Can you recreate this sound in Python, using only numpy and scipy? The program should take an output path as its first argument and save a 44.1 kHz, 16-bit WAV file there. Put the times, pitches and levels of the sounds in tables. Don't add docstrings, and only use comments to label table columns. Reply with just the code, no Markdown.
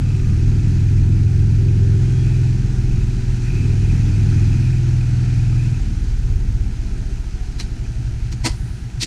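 import sys
import numpy as np
from scipy import signal
from scipy.fft import rfft, irfft, next_fast_len
from scipy.io import wavfile
from scipy.ndimage import uniform_filter1d, minimum_filter1d

SR = 44100
rng = np.random.default_rng(int(sys.argv[2]) if len(sys.argv) > 2 else 0)


def boost(x):
    u = np.asarray(x, float) / 20
    return 10 ** u


def int16_out(signal):
    q = np.round(np.clip(np.atleast_2d(signal).T, -1, 1) * 32767)
    wavfile.write(sys.argv[1], SR, q.astype(np.int16))


N = 399546
T = np.arange(N) / SR

# time in seconds, engine cycles per second in Hz.
SPEED = [(0.0, 19.226), (0.85, 20.866), (1.35, 21.399), (2.1, 21.496), (2.55, 21.175), (2.9, 20.485),
         (3.45, 19.923), (3.9, 20.368), (4.4, 21.023), (4.7, 20.983), (5.05, 20.521), (5.7, 20.155),
         (6.4, 16.74), (7.0, 14.802), (8.2, 11.183), (8.6, 9.875), (9.0, 7.511)]
# opening from 0 to 1, crank shake in dB, chassis drone in dB,
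# panel tick in dB.
LOAD = [(0, -18, -35.5, -56), (.3, -18, -34, -55), (.7, -20.5, -35.5, -49.5), (1, -18.5, -32, -49.5)]
# time in seconds, level against the usual in dB.
PAVING = [(0, -0.5), (.7, 0), (1.2, -1.3), (1.85, -1), (2.1, 1.3), (2.9, -0.5), (3.55, 1.5), (3.95, 1.9),
          (4.4, 2.5), (5.0, 0.8), (5.65, 0.8), (6.0, -1.5), (6.5, -3.5), (6.9, -2.2), (7.4, -3), (9.06, -4)]


def evened(x):
    return x / np.sqrt(np.mean(x ** 2) + 1e-20)


def columns(table):
    s, *rest = np.transpose(table)
    return [np.interp(T, s, column) for column in rest]


def read(points, hz):
    f, value = np.transpose(points)
    return np.interp(np.log(hz + 1), np.log(f + 1), value)


def drift(hz):
    low_pass = signal.butter(2, np.clip(hz, .1, 999), fs=SR)
    return evened(signal.lfilter(*low_pass, rng.standard_normal(N)))


def noise(points, patchy_db, size=1024):
    frames, hz = 4 * N // size + 5, np.fft.rfftfreq(size, 1 / SR)
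    real, imaginary, patches = rng.standard_normal((frames, len(hz), 3)).T
    patches = uniform_filter1d(patches, size=14, axis=0)
    patches = evened(uniform_filter1d(patches, size=12, axis=1))
    spectra = (real + 1j * imaginary) * boost(read(points, hz)[:, None] + patchy_db * patches)
    return evened(signal.istft(spectra, nperseg=size, noverlap=3 * size // 4)[1][:N])


def beats(turns, place, level_db, shape, jitter_s, uneven_db):
    at = np.flatnonzero(np.diff(np.floor(turns - place)) > 0)
    late, size = rng.standard_normal((2, len(at)))
    moments = at + np.round(late * jitter_s * SR).astype(int)
    train = np.zeros(N)
    train[np.clip(moments, 0, N - 1)] = boost(level_db[at] + uneven_db * size)
    return signal.oaconvolve(train, shape)[:N]


def ring(hz, peak_s, lead):
    t = T[:SR // 8]
    swell = t / peak_s * np.exp(1 - t / peak_s)
    return -np.sin(2 * np.pi * hz * t + lead) * swell


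def over_cruise():
    return columns(SPEED)[0] - 21


def by_opening(table):
    # time in seconds, throttle opening from 0 to 1.
    pedal = [
        (0, 1),
        (1.98, .7),
        (2.56, .3),
        (3.5, 1),
        (4.56, .7),
        (5.76, 0),
    ]
    s, opening = np.transpose(pedal)
    steps = opening[np.searchsorted(s, T, "right") - 1]
    now = uniform_filter1d(steps, round(.05 * SR))
    at, *rest = np.transpose(table)
    return [np.interp(now, at, column) for column in rest]


def engine():
    # opening from 0 to 1, exhaust, intake, pumping and body boom in dB.
    breathing = [(0, -14.5, -24, -9, -30), (.3, -13, -38, -26, -21), (.7, -11, -14, -38, -17.5),
                 (1, -9, -7.5, -36, -38)]
    # multiple of the cycle, level in dB rms.
    orders = [(9, -36.5), (11, -44.5), (12, -45), (13, -42), (15, -42.5), (16, -45.5)]
    cycle_hz, above_hz = columns(SPEED)[0], over_cruise()
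    turns = np.cumsum(cycle_hz) / SR
    exhaust_db, intake_db, pump_db, boom_db = by_opening(breathing)
    exhaust_db = np.maximum(exhaust_db + 2.6 * above_hz, -38)
    intake_db = intake_db + .9 * above_hz
    pump_db = pump_db + 1.2 * np.minimum(cycle_hz - 10.8, 0)
    crank_db = by_opening(LOAD)[0]

    t = T[:SR // 10] - .012
    push = np.exp(-(t / .0035) ** 2) - .4 * np.exp(-((t - .011) / .0064) ** 2)
    out = beats(turns, .285, exhaust_db, ring(107, .0064, .9), jitter_s=.0002, uneven_db=.8)
    out += beats(turns, .7, intake_db, ring(105, .0066, -.05), jitter_s=.0002, uneven_db=.8)
    pumping = beats(turns, .175, pump_db, push, jitter_s=.0003, uneven_db=1)
    out += np.roll(pumping, -round(.014 * SR))
    out += boost(crank_db) * np.cos(4 * np.pi * turns - .26)
    out += boost(boom_db) * np.cos(12 * np.pi * turns - 1.96)
    out = signal.sosfiltfilt(signal.butter(2, [30, 190], "band", fs=SR, output="sos"), out)
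    out += .36 * signal.filtfilt(*signal.iirpeak(143, 5, SR), out)

    firing_db = .8 * (np.minimum(uniform_filter1d(exhaust_db, SR // 3), -9.5) + 10)
    for multiple, level_db in orders:
        phase = 2 * np.pi * (multiple * turns + rng.random()) + 0.47 * drift(3.4)
        out += np.sqrt(2) * boost(level_db + firing_db + 1.14 * drift(2.9)) * np.cos(phase)
    return out + shaken(turns)


def shaken(turns):
    # time in seconds, canopy ring in dB.
    lowering = [(0, -50.5), (5.7, -32), (6.0, -27.5), (6.8, -24.5), (7.4, -34), (8.0, -18), (8.5, -17),
                (8.75, -21), (9.06, -18.5)]
    # time in seconds, level in dB.
    bumps = [
        (.1, -55.5),
        (2.33, -51),
        (3.0, -56.5),
        (3.57, -47.5),
        (4.62, -53),
        (5.62, -54.5),
    ]
    rattle_db = -57 + 3.5 * columns(PAVING)[0]
    tick_db = by_opening(LOAD)[2] - 2.2 * np.maximum(over_cruise(), -1)
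    strikes = beats(turns, .78, tick_db, np.exp(-T[:2000] / .009), jitter_s=.001, uneven_db=2.5)
    panel = noise([(1900, -30), (2300, -14), (2500, 0), (2580, -3), (2750, -22), (3300, -40)],
                  patchy_db=.5, size=512)
    buzz = noise([(1150, -34), (1350, -19), (1550, -12), (1900, 4), (2500, 2), (3300, -47.5)],
                 patchy_db=4.5, size=512)
    canopy = beats(turns, .325, columns(lowering)[0], ring(119, .014, 0), jitter_s=.001, uneven_db=1.5)
    jolts = sum(boost(db) * np.exp(-((T - s) / .1) ** 2) for s, db in bumps)
    singing = boost(rattle_db - 4 + 2.1 * drift(2.8))
    return (strikes + jolts + singing) * panel + boost(rattle_db - 6) * buzz + canopy


def gears():
    # time in seconds, pitch in Hz, level in dB rms.
    whines = [
        [(.1, 377, -46), (.8, 378.8, -47.5), (2.0, 382.3, -39), (2.45, 385, -42.5), (2.8, 374.6, -50),
         (3.2, 369.2, -41), (4.3, 354.4, -46), (4.9, 347.7, -42), (5.3, 331.3, -60)],
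        [(6.35, 699, -67), (6.7, 680, -63), (7.15, 602, -58)],
        [(7.35, 753, -56.5), (7.8, 663, -62.5), (8.2, 620, -59)],
        [(7.6, 550, -53), (8.1, 500, -66)],
        [(2.05, 3260, -60), (2.17, 3270, -56), (2.27, 3340, -58)],
        [(0, 1210, -60), (.36, 1215, -56)],
    ]
    out = np.zeros(N)
    for rows in whines:
        hz, level_db = columns(rows)
        fade = np.clip(np.minimum(T - rows[0][0], rows[-1][0] - T) / 0.022, 0, 1)
        level = np.sqrt(2) * boost(level_db + 1.2 * drift(4.7))
        out += fade * level * np.cos(2 * np.pi * np.cumsum(hz) / SR + 0.22 * drift(3.2))
    return out


def gusts():
    # time of the peak in seconds, level in dB, half length in seconds.
    swelling = [
        (.4, -22, .25),
        (.9, -24, .5),
        (2.95, -23, .22),
        (3.9, -25, .45),
        (6.3, -18, .11),
        (6.56, -17, .1),
        (8.2, -28, .2),
    ]
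    swells = sum(boost(2 * db) * np.exp(-((T - s) / half_s) ** 2) for s, db, half_s in swelling)
    breeze_db = -28.5 + .7 * over_cruise()
    return np.sqrt(boost(2 * breeze_db) + swells)


def road():
    # frequency in Hz, level in dB per Hz.
    wind_colour = [(8, -8), (21, -0.5), (45, 1), (75, -2), (110, -4.5), (170, -41.5), (300, -73.5)]
    drone_colour = [(70, -12), (120, 1), (170, 1.5), (230, -4), (330, -9.5), (400, -12.5), (460, -22),
                    (520, -20.5), (600, -64)]
    hiss_colour = [(350, -52), (600, -2.5), (669, -3.5), (745, 0.5), (1120, -7), (1490, -0.5), (2050, -5),
                   (2480, -4), (3580, -10), (4100, -7), (5520, -8), (6230, -6.5), (10100, -21.5),
                   (15200, -50)]
    self_colour = [(3000, -19.5), (9000, 0.5), (12000, -8), (14000, -15), (15300, -37)]
    # time in seconds, level in dB.
    rustle = [(0, -92), (8.47, -95), (8.52, -56), (8.7, -58), (8.85, -65), (8.95, -94)]
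    drone_db = by_opening(LOAD)[1] + .55 * np.minimum(over_cruise() + 2, 0)
    hiss_db = -47 + columns(PAVING)[0]
    wind = gusts() * boost(1.3 * drift(7)) * noise(wind_colour, patchy_db=.5, size=4096)
    drone = boost(drone_db + 3.5 + 0.64 * drift(22)) * noise(drone_colour, patchy_db=1.45, size=4096)
    grit_db = 0.21 * drift(13) + 0.76 * drift(150)
    hiss = boost(hiss_db + 3.5 + grit_db) * noise(hiss_colour, patchy_db=0.65)
    leaf_colour = [(3000, -32), (4500, -5.5), (6500, -16.5), (9500, 1.5), (11500, -15)]  # Hz, dB per Hz
    leaves = boost(columns(rustle)[0]) * noise(leaf_colour, patchy_db=1, size=256)
    return wind + drone + hiss + leaves + boost(-65) * noise(self_colour, patchy_db=2)


def scuffs():
    # time of the peak in seconds, level in dB, rise in seconds, tail in dB, lowest frequency in Hz.
    strokes = [
        (7.599, -36, 0.012, -1, 1100),
        (8.327, -39, 0.0098, -24, 1000),
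        (8.461, -22, 0.015, -5.5, 445),
        (9.03, -22, 0.019, -24, 2380),
    ]
    # frequency in Hz, level in dB per Hz.
    scrape_colour = [(350, -33), (600, 10), (651, -0.5), (1020, -3), (1130, -10.5), (2050, -4.5),
                     (3780, -8.5), (4440, -1.5), (8740, -14), (12500, -31.5), (15200, -37)]
    # frequency in Hz, width in Hz, level in dB.
    pole = [
        [(2140, 62, -10), (2590, 120, -10), (3870, 42, -4), (4050, 22, 0), (5020, 130, -9), (5580, 32, -7),
         (8050, 46, -15)],
        [(4830, 44, -1), (5650, 61, -2), (6600, 56, 0)],
        [(1010, 43, 0), (2020, 30, -2), (2630, 120, -6), (4350, 36, -4), (5450, 19, -7), (6540, 34, -6),
         (7410, 38, -6), (8470, 29, -8), (8730, 25, -11)],
        [(3750, 38, -2), (4050, 49, 0), (4740, 33, -3), (5800, 90, -2), (6890, 120, -5), (7560, 34, -9),
         (8300, 80, -10)],
    ]
    # frequency in Hz, level in dB.
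    hollow = [(225, -2), (255, -1), (325, 2.5), (420, -12.5), (495, -10)]
    rasp = noise(scrape_colour, patchy_db=1.2, size=256)
    flutter_db = 1.2 * drift(150)
    out, t = np.zeros(N + SR), T[:SR // 2] - .1
    for (s, level_db, rise_s, tail_db, low_hz), modes in zip(strokes, pole):
        start = round(s * SR)
        piece = slice(start // 2, start // 2 + len(t))
        stroke = np.exp(-(t / np.where(t < 0, rise_s, .016)) ** 2)
        stroke += boost(tail_db - 60 * abs(t) / 0.24) * (t > 0)

        band = signal.butter(2, [low_hz, 14000], "band", fs=SR)
        bright = evened(signal.lfilter(*band, rasp[piece]))
        white = signal.lfilter(*signal.butter(4, 9500, fs=SR), rng.standard_normal(len(t)))
        rings = np.zeros(len(t))
        for hz, width_hz, db in modes:
            mode = signal.iirpeak(hz, hz / (60 + width_hz), SR)
            rings += boost(db) * evened(signal.lfilter(*mode, white))
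        scrape = boost(level_db + flutter_db[piece]) * (bright + .6 * evened(rings))

        crack_db = level_db + 2 - 500 * rise_s
        crack = boost(crack_db) * np.exp(-abs(t + .0025) / .0016)
        crack *= uniform_filter1d(rng.standard_normal(len(t)), size=2)

        thud_db = level_db + 2 - 3.5 * np.log2(low_hz / 450) - 700 * (rise_s - .009)
        thud = sum(boost(db) * np.sin(2 * np.pi * hz * t) for hz, db in hollow)
        thud *= np.exp(-((t - .008) / 0.018) ** 2)
        out[start - SR // 10:][:len(t)] += stroke * scrape + crack + boost(thud_db) * thud
    return out[:N]


def scene():
    return (engine() + gears() + road() + scuffs())[None]


def top_cut(x):
    return signal.sosfilt(signal.butter(12, 15360, fs=SR, output="sos"), x)


def record(dry):
    # frequency in Hz, width in Hz, level in dB.
    notches = [(552, 39, -11), (1104, 70, -6)]
    over = np.maximum(-minimum_filter1d(-abs(dry), 900) / .545, 1)
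    held = dry / uniform_filter1d(over, 900)
    size = next_fast_len(N + SR)
    hz = np.fft.rfftfreq(size, 1 / SR)
    dips_db = sum(db * np.exp(-((hz - notch_hz) / width_hz) ** 2) for notch_hz, width_hz, db in notches)
    edge_db = -40 * (hz > 15250)
    mix = irfft(rfft(held, size) * boost(dips_db + edge_db), size)[:, :N]
    return top_cut(mix)


dry = scene()
out = record(dry)
int16_out(out)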